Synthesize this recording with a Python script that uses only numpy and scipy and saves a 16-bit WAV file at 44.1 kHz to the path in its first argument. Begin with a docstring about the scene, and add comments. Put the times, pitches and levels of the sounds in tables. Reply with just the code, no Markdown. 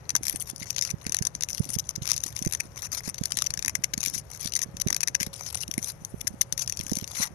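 """Outdoors, close to a phone: adhesive tape is peeled off a roll in jerks and wound round a stem.
The glue lets go in short snaps and longer rips over a finer crackle, all made as noise under tear envelopes.
The left microphone port is open and rings in the treble. The right one is covered: it hears the tape dull
and catches low pops of air, made as short cosine pulses. A far drone, filtered noise with a thin unsteady hum,
fills the field."""
import sys
import numpy as np
from scipy import signal
from scipy.fft import rfft, irfft, next_fast_len
from scipy.io import wavfile
from scipy.ndimage import uniform_filter1d, map_coordinates

SR = 44100
rng = np.random.default_rng(int(sys.argv[2]) if len(sys.argv) > 2 else 0)


def ratio(d):
    """dB to gain"""
    e = np.asarray(d, float) / 20
    return 10 ** e


def master(y):
    """Save y as 16-bit WAV."""
    cut = np.clip(np.atleast_2d(y).T, -1, 1)
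    pcm = np.round(cut * 32767)  # scale
    wavfile.write(sys.argv[1], SR, pcm.astype(np.int16))


N = 323694

# borders between the ranges of tone: f/Hz
TONE_BORDERS = np.array([1500, 2700, 4600, 7600, 11000, 13300])
# frequency response of the open microphone port: f/Hz, gain/dB
OPEN_PORT = [(400, -24), (900, -17.5), (1500, -16), (2150, -10.5), (3000, -18), (4700, -10.5), (5600, -3),
             (6080, 2), (6700, -7), (8200, -20), (9700, -6), (12900, -15), (14000, -27), (16400, -70)]
RANGES = len(TONE_BORDERS) + 1
REST_DB = -46  # the crackle between pulls


def tape():
    """Amplitude modulation: snaps, rips and crackle gate noise; one row for the sound sent towards each port."""
    # short snaps, loud and faint, where the glue lets go at once: t/s, relative level/dB
    snap_rows = [(0.093, -13), (0.1034, -14), (0.1524, -3.5), (0.1634, -7), (0.2328, -17.0), (0.24, -25),
                 (0.2531, -15.5), (0.2673, -17), (0.2818, -14), (0.296, -12), (0.5608, -23), (0.7629, -12),
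                 (0.7825, -9), (0.79, -16.0), (0.8118, -9.5), (0.823, -8), (0.8298, -19), (0.8359, -21),
                 (0.8501, -18), (0.9109, -17.5), (1.0659, -14.5), (1.0945, -20), (1.1215, -9),
                 (1.1452, -7.5), (1.1672, -13.5), (1.1875, -14), (1.2233, -10), (1.2514, -14), (1.2691, -8),
                 (1.3506, -13), (1.4087, -16), (1.423, -13), (1.4348, -10), (1.4871, -18), (1.503, -22.5),
                 (1.5301, -19.5), (1.5473, -17.5), (1.5798, -20.5), (1.692, -43), (1.7029, -26.5),
                 (1.7522, -21.5), (1.7865, -13), (1.8909, -15), (2.055, -17), (2.068, -22), (2.0752, -13),
                 (2.0901, -15), (2.0993, -11.0), (2.1062, -12.5), (2.1088, -24), (2.1162, -7), (2.14, -19),
                 (2.1637, -12.5), (2.1783, -13), (2.2367, -9.5), (2.2644, -16), (2.3642, -13.5),
                 (2.3902, -22), (2.4241, -19), (2.449, -19), (2.4596, -21), (2.4736, -19.0), (2.524, -14.5),
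                 (2.535, -15), (2.5489, -15), (2.7754, -22), (2.8205, -21), (2.9182, -19.5), (2.9268, -26),
                 (2.9481, -18.0), (3.1435, -17.5), (3.2362, -14.5), (3.2559, -9.5), (3.3057, -29),
                 (3.32, -8), (3.3712, -9), (3.3757, -24), (3.3876, -8), (3.4412, -22), (3.5048, -14),
                 (3.5383, -13), (3.5745, -12.5), (3.5916, -19), (3.6248, -16.5), (3.6479, -16),
                 (3.6598, -14.5), (3.6804, -8.5), (3.6953, -15), (3.7529, -5.5), (3.838, -12.5),
                 (3.8421, -7.5), (3.978, -16), (4.0052, -15.5), (4.0141, -23), (4.0304, -13.5),
                 (4.0377, -12), (4.0499, -13.5), (4.0601, -9.5), (4.0719, -17.0), (4.0822, -15.5),
                 (4.1394, -23), (4.1427, -27), (4.1504, -34), (4.1787, -19), (4.4584, -19.5),
                 (4.5215, -16.5), (4.5363, -15), (4.5528, -14), (4.5609, -11.5), (4.5647, -9),
                 (4.5735, -22), (4.5908, -11.5), (4.6166, -13), (4.7686, -19), (4.7997, -17), (4.873, -14),
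                 (4.8839, -16.5), (4.9035, -10), (4.9274, -12), (4.9455, -14), (4.9646, -9), (5.006, -14),
                 (5.0135, -19.0), (5.0746, -8), (5.0824, -12), (5.1472, -13.5), (5.1502, -6),
                 (5.2012, -17.0), (5.2069, -15), (5.216, -19), (5.2301, -13), (5.2646, -16.5),
                 (5.5455, -19.5), (5.5724, -20), (5.679, -24.5), (5.7128, -17), (5.739, -15.5),
                 (5.7792, -15.5), (5.8277, -19), (5.8438, -19.5), (5.8725, -25), (5.8908, -24),
                 (6.0488, -21.5), (6.2769, -13.5), (6.412, -8), (6.4162, -4.5), (6.5249, -7.5),
                 (6.5772, -13.5), (6.6763, -14.5), (6.6967, -13.5), (6.7233, -18), (6.772, -17.5),
                 (6.7916, -21), (6.8103, -17), (6.8657, -21), (6.8954, -23.5), (6.9154, -21.5),
                 (6.9327, -14.5), (6.9538, -16.5), (6.9692, -16), (6.9863, -21), (7.0421, -21.5),
                 (7.0762, -24.5)]
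    # the glue lets go over a stretch: t/s, relative level/dB, length/ms
    rip_rows = [(0.7032, -21.5, 4.1), (0.9014, -22.5, 7.6), (1.733, -32, 29), (1.793, -20.5, 9.3),
                (1.9548, -26, 8.5), (2.1316, -22.5, 3.5), (2.601, -18, 6.6), (3.18, -23.5, 7.9),
                (3.4201, -14.5, 3.5), (3.4631, -17, 7.1), (3.9359, -19.5, 5.9), (4.4718, -23.5, 4.3),
                (4.622, -28, 16), (4.8124, -18, 8), (5.0304, -16.5, 7), (5.605, -31, 27),
                (6.2073, -28.5, 8), (6.2699, -20, 6), (6.593, -28, 5.2), (6.621, -27, 5.1)]
    # the free span of tape drums and rustles more or less from moment to moment: t/s, drumming/dB, rustling/dB
    span_rows = [(0.0, 6.5, -6.5), (0.4, -5, 3), (0.78, -6, -9.5), (0.95, 3.5, -0.5), (1.43, -2, -3.5),
                 (1.67, -1.5, 5.5), (1.8, -9, -2.5), (2.05, 0.5, -5), (2.2, -6.5, -4), (2.54, 2, 1),
                 (3.4, -3.5, -4), (3.69, 4, -1.5), (4.2, -6.5, -2), (5.03, 3, -3.5), (5.5, -2, -1.5),
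                 (6.2, -3.5, 7), (6.5, -6, -1.5), (7.34, 3, 0.5)]

    snaps = np.column_stack([snap_rows, np.ones(len(snap_rows))])  # each 1 ms long
    ragged_db = 5 * np.tanh(wobble(350))  # a rip tears unevenly
    shape = bursts(snaps, tint_db=1.5) + bursts(rip_rows, tint_db=3.5) * ratio(ragged_db)
    shape[0] *= ratio(-10.5)  # sudden tears are thin in the low tones
    shape += crackle()
    drum_db, rustle_db = over_time(span_rows)
    shape[:2] *= ratio(drum_db)
    shape[4:] *= ratio(rustle_db)
    shape[-1] *= ratio(-10)  # turn down the range above 13.3 kHz

    near, other = shifting(rng.standard_normal((2, N)), patchy_db=4)
    tear = np.array([near, near + 1.37 * other])  # the two ports hear partly different noise
    return filtered(shape * tear[:, None], range_gains).sum(axis=1)


def range_gains(hz):
    """Complementary band splitting: differences of steep low-passes, whose gains add up to one."""
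    below = 1 / (1 + (hz / TONE_BORDERS[:, None]) ** 48)
    return np.diff(below, axis=0, prepend=0, append=1)


def bursts(rows, tint_db):
    """Exponential decay of short tears, range by range: no two strips of glue have the same colour."""
    shiver_db = np.pad(5 * np.tanh(wobble(250)), (0, SR))
    lead = SR // 250  # each burst has a short fade-in
    t = np.arange(-lead, SR // 32) / SR
    shape = np.zeros((RANGES, N + SR))
    # time to fall by 60 dB: the low tones die more slowly
    ring_s = 0.005 * np.clip(4600 / np.r_[TONE_BORDERS, SR], 1, 1.5)[:, None]
    tints = np.clip(rng.standard_normal((len(rows), RANGES)), -2, 2)
    tints[:, 3] = 0  # the loudest range keeps the level of the tear
    for (s, db, ms), tint in zip(rows, tints):
        start = round(s * SR)
        fade_in = np.clip(0.001 - t, 0, None) / 0.0055
        decay = np.clip(t - ms / 1000, 0, None) / ring_s
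        burst = ratio(-60 * (fade_in + decay))
        # the freed tape shivers on, unevenly
        flutter = ratio(-18 - 60 * t / 0.045 + shiver_db[start:][:len(t)]) * (t > 0)
        shape[:, start:][:, :len(t)] += ratio(db + tint_db * tint)[:, None] * (burst + flutter)
    return shape[:, lead:lead + N]


def crackle():
    """Random point process: threads of glue tick over a hiss; the harder the peel, the more they melt into it."""
    peel_db = peel()
    chance = rng.random((1600, 3))
    tick_s = chance[:, 0] * N / SR
    tick_db = -5 + 16 * chance[:, 1] ** 2.4
    tick_ms = 1 + 2 * chance[:, 2] ** 2
    ticks = np.transpose([tick_s, tick_db, tick_ms])
    taut = np.clip((peel_db - REST_DB) / 4, 0.1, 1)  # slack tape hardly ticks
    melt_db = np.clip(2 * (peel_db + 32.5), -12, 14)  # hiss over ticks
    range_wobble_db = [2 * wobble(40) for _ in range(RANGES)]
    hiss = ratio(melt_db + 2 * wobble(60) + range_wobble_db)
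    shape = ratio(peel_db) * (taut * bursts(ticks, tint_db=8.0) + hiss) / (1 + ratio(melt_db))
    shape[-1] *= ratio(-19)  # turn the crackle down above 13.3 kHz
    return shape


def peel():
    """Stick-slip motion: each pull catches fast, slides from its first crackle level to its last and goes slack."""
    # the hand draws tape off the roll: start t/s, length/s, crackle level at the start/dB, at the end/dB
    pull_rows = [(0.228, 0.21, -38.5, -38.5), (0.424, 0.069, -55, -31.5), (0.556, 0.074, -45.5, -32.5),
                 (0.663, 0.13, -34, -43), (0.806, 0.068, -47, -29), (0.958, 0.15, -46.5, -41),
                 (1.495, 0.25, -39, -37), (1.807, 0.098, -47.5, -37.5), (2.016, 0.15, -39, -39),
                 (2.145, 0.62, -39.5, -46), (2.735, 0.06, -47, -31.5), (2.832, 0.024, -33, -27),
                 (2.93, 0.04, -24, -42), (2.957, 0.021, -51, -24), (3.039, 0.055, -36.5, -31),
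                 (3.148, 0.31, -45, -40.5), (3.961, 0.23, -46.5, -29), (4.293, 0.072, -43.5, -35.5),
                 (4.406, 0.11, -28.5, -44), (4.526, 0.11, -70, -33.5), (5.206, 0.076, -30, -46),
                 (5.333, 0.16, -38, -31.5), (5.526, 0.1, -40, -34.5), (5.79, 0.11, -39, -30),
                 (6.576, 0.045, -37, -25.5), (6.65, 0.4, -43, -41.5), (7.065, 0.17, -44, -21.5),
                 (7.245, 0.021, -40, -34)]
    catch_db_per_s, slack_db_per_s = 1500, 613
    t = np.arange(N) / SR
    peel_db = np.full(N, float(REST_DB))
    for s, length, first_db, last_db in pull_rows:
        held_db = np.interp(t, [s, s + length], [first_db, last_db])
        catch_db = catch_db_per_s * np.clip(s - t, 0, None)
        slack_db = slack_db_per_s * np.clip(t - s - length, 0, None)
        peel_db = np.maximum(peel_db, held_db - catch_db - slack_db)
    return peel_db


def shifting(noise, patchy_db):
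    """Resonance: narrow tones come and go as the free span of tape bends and changes length."""
    z = signal.stft(noise, nperseg=512)[2]
    patches = uniform_filter1d(rng.standard_normal(z.shape[1:]), size=3, axis=0)  # smooth over frequency
    patches = uniform_filter1d(patches, size=4, axis=1)  # and over time
    gain = ratio(patchy_db * patches / patches.std())
    heard = ratio(2 * along(OPEN_PORT, np.fft.rfftfreq(512, 1 / SR))[0])  # power through the open port
    gain /= np.sqrt(heard @ gain ** 2)  # the colour shifts, the loudness stays
    out = signal.istft(z * gain, nperseg=512)[1][:, :N]
    return out / out.std()


def open_port(x):
    """Minimum-phase resonance: the open port rings in the treble."""
    return filtered(x, causal(OPEN_PORT))


def covered_port(x):
    """Transmission loss and delay: under its cover the port hears dull and answers a little late."""
    # frequency response of the covered port: f/Hz, gain/dB
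    cover_points = [(400, -37), (1200, -20), (2500, -30), (3100, -57.5), (4400, -46), (8500, -122),
                    (12500, -56.5)]
    late_s = 0.00004
    return filtered(x, lambda hz: causal(cover_points)(hz) * np.exp(-2j * np.pi * hz * late_s))


def pops():
    """Pressure pulse: a push or suck of air of about one cycle wobbles out; weak ones come at random between."""
    # air pops on the covered port: t/s, level/dB, f/Hz
    strong = [(0.3477, -28, 212), (0.942, -22, 144), (1.0679, -21.5, 200), (1.214, -20, 140),
              (1.606, -13, 144), (1.7666, -21.5, 145.5), (1.9818, -25, 147), (2.022, -26, 120),
              (2.4205, -24, 191), (2.4687, -13, 153), (3.0794, -22.5, 192), (3.215, -20, 164),
              (3.98, -23.5, 183), (4.458, -25, 173), (4.867, -13, 166), (5.213, -23, 174),
              (5.272, -25.5, 189), (5.7809, -18.5, 220), (6.1438, -21.5, 173), (6.8002, -24.5, 151),
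              (6.9215, -14, 212), (6.973, -24, 190), (7.026, -25.5, 181), (7.203, -26.5, 190)]
    chance = rng.random((70, 3))
    weak = np.transpose([chance[:, 0] * N / SR, -43 + 12 * chance[:, 1], 110 + 190 * chance[:, 2]])
    phases = np.r_[rng.normal(0, 1.2, len(strong)), rng.normal(0, 0.7, len(weak))]
    half = SR // 25  # samples on either side of the middle of a pop
    t = np.arange(-half, half) / SR
    out = np.zeros(N + SR)
    for (s, db, hz), phase in zip([*strong, *weak], phases):
        bell = np.exp(-np.abs(t * hz / 0.63) ** 6.4)
        tail = 0.23 * np.exp(-np.abs(t) / 0.0087) * np.clip(t * hz, 0, 1)
        body = (bell + tail) * np.cos(2 * np.pi * hz * t + phase)
        edge = 0.95 * np.exp(-(t * hz / 0.13) ** 2) * np.cos(2 * np.pi * 0.86 * hz * t + 3 * phase)
        out[round(s * SR):][:len(t)] -= ratio(db) * (body + edge)
    return out[half:][:N]


def field():
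    """Diffuse-field coherence: far rumble and hiss are nearly alike in the bass, unlike above; a thin hum wavers."""
    # noise spectrum: f/Hz, left density/dB per Hz, right density/dB per Hz
    density = [(25.3, -103, -88), (59.6, -69.5, -70), (136.6, -67.5, -68.5), (247, -86.5, -86),
               (510, -81.5, -88.5), (1090, -87.5, -95.5), (2070, -92, -105), (3220, -101, -122),
               (5970, -110, -125), (13000, -106, -122), (13700, -135, -140)]
    # left-right correlation: f/Hz, coefficient
    likeness = [(40, 1), (200, 0.58), (1500, 0.0058)]

    def mid_side_gains(hz):
        angle = np.arccos(np.clip(along(likeness, hz)[0], -1, 1)) / 2
        return np.array([np.cos(angle), np.sin(angle)])

    mid, side = filtered(rng.standard_normal((2, N)), mid_side_gains)
    pair = np.array([mid + side, mid - side])
    air = filtered(pair, lambda hz: ratio(along(density, hz)) * np.sqrt(SR / 2))
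    hum_hz = 552 + 1.59 * wobble(8)
    swell_db = 4 * wobble(4)
    hum = ratio(-64 + swell_db) * np.sin(2 * np.pi * np.cumsum(hum_hz) / SR)
    return air + hum * ratio([[0], [-5]])


def along(points, hz):
    """Logarithmic frequency scale: interpolates each column of (Hz, value, ..) points on it."""
    f, *cols = np.transpose(points)
    return np.array([np.interp(np.log(hz + 1), np.log(f + 1), c) for c in cols])


def over_time(rows):
    """Linear interpolation: one value per sample for each column after the time."""
    s, *cols = np.transpose(rows)
    return [np.interp(np.arange(N) / SR, s, c) for c in cols]


def wobble(rate):
    """Band-limited randomness: a smooth curve through random knots, rate knots a second (400 at most)."""
    knots = rng.standard_normal(int(N * 400 / SR) + 4)
    return map_coordinates(knots, [np.arange(N) * rate / SR])


def filtered(x, response):
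    """Convolution theorem: the spectrum of x times a response of frequency."""
    m = 2 * next_fast_len(N // 2 + SR // 4)  # padded so that ringing does not wrap round
    return irfft(rfft(x, m) * response(np.fft.rfftfreq(m, 1 / SR)), m)[..., :N]


def causal(points):
    """Minimum phase by the folded cepstrum: the response rings after a click, not before."""
    def response(hz):
        cepstrum = irfft(np.log(ratio(along(points, hz)[0])))
        cepstrum[1:len(hz) - 1] *= 2
        cepstrum[len(hz):] = 0
        return np.exp(rfft(cepstrum))
    return response


def scene():
    """Superposition: the tape through each port, the pops (faint on the left) and the far field."""
    rasp = tape()
    ports = np.array([open_port(rasp[0]), covered_port(rasp[1])])
    return ratio(10.5) * ports + pops() * ratio([[-30], [0]]) + field()


def roll_off(x):
    """The treble ends steeply here."""
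    return signal.sosfilt(signal.butter(12, 16490, fs=SR, output="sos"), x)


def record(dry):
    """Soft saturation: the phone rounds off the hardest peaks."""
    rounded = np.tanh(dry)
    return roll_off(rounded)


dry = scene()
out = record(dry)
master(out)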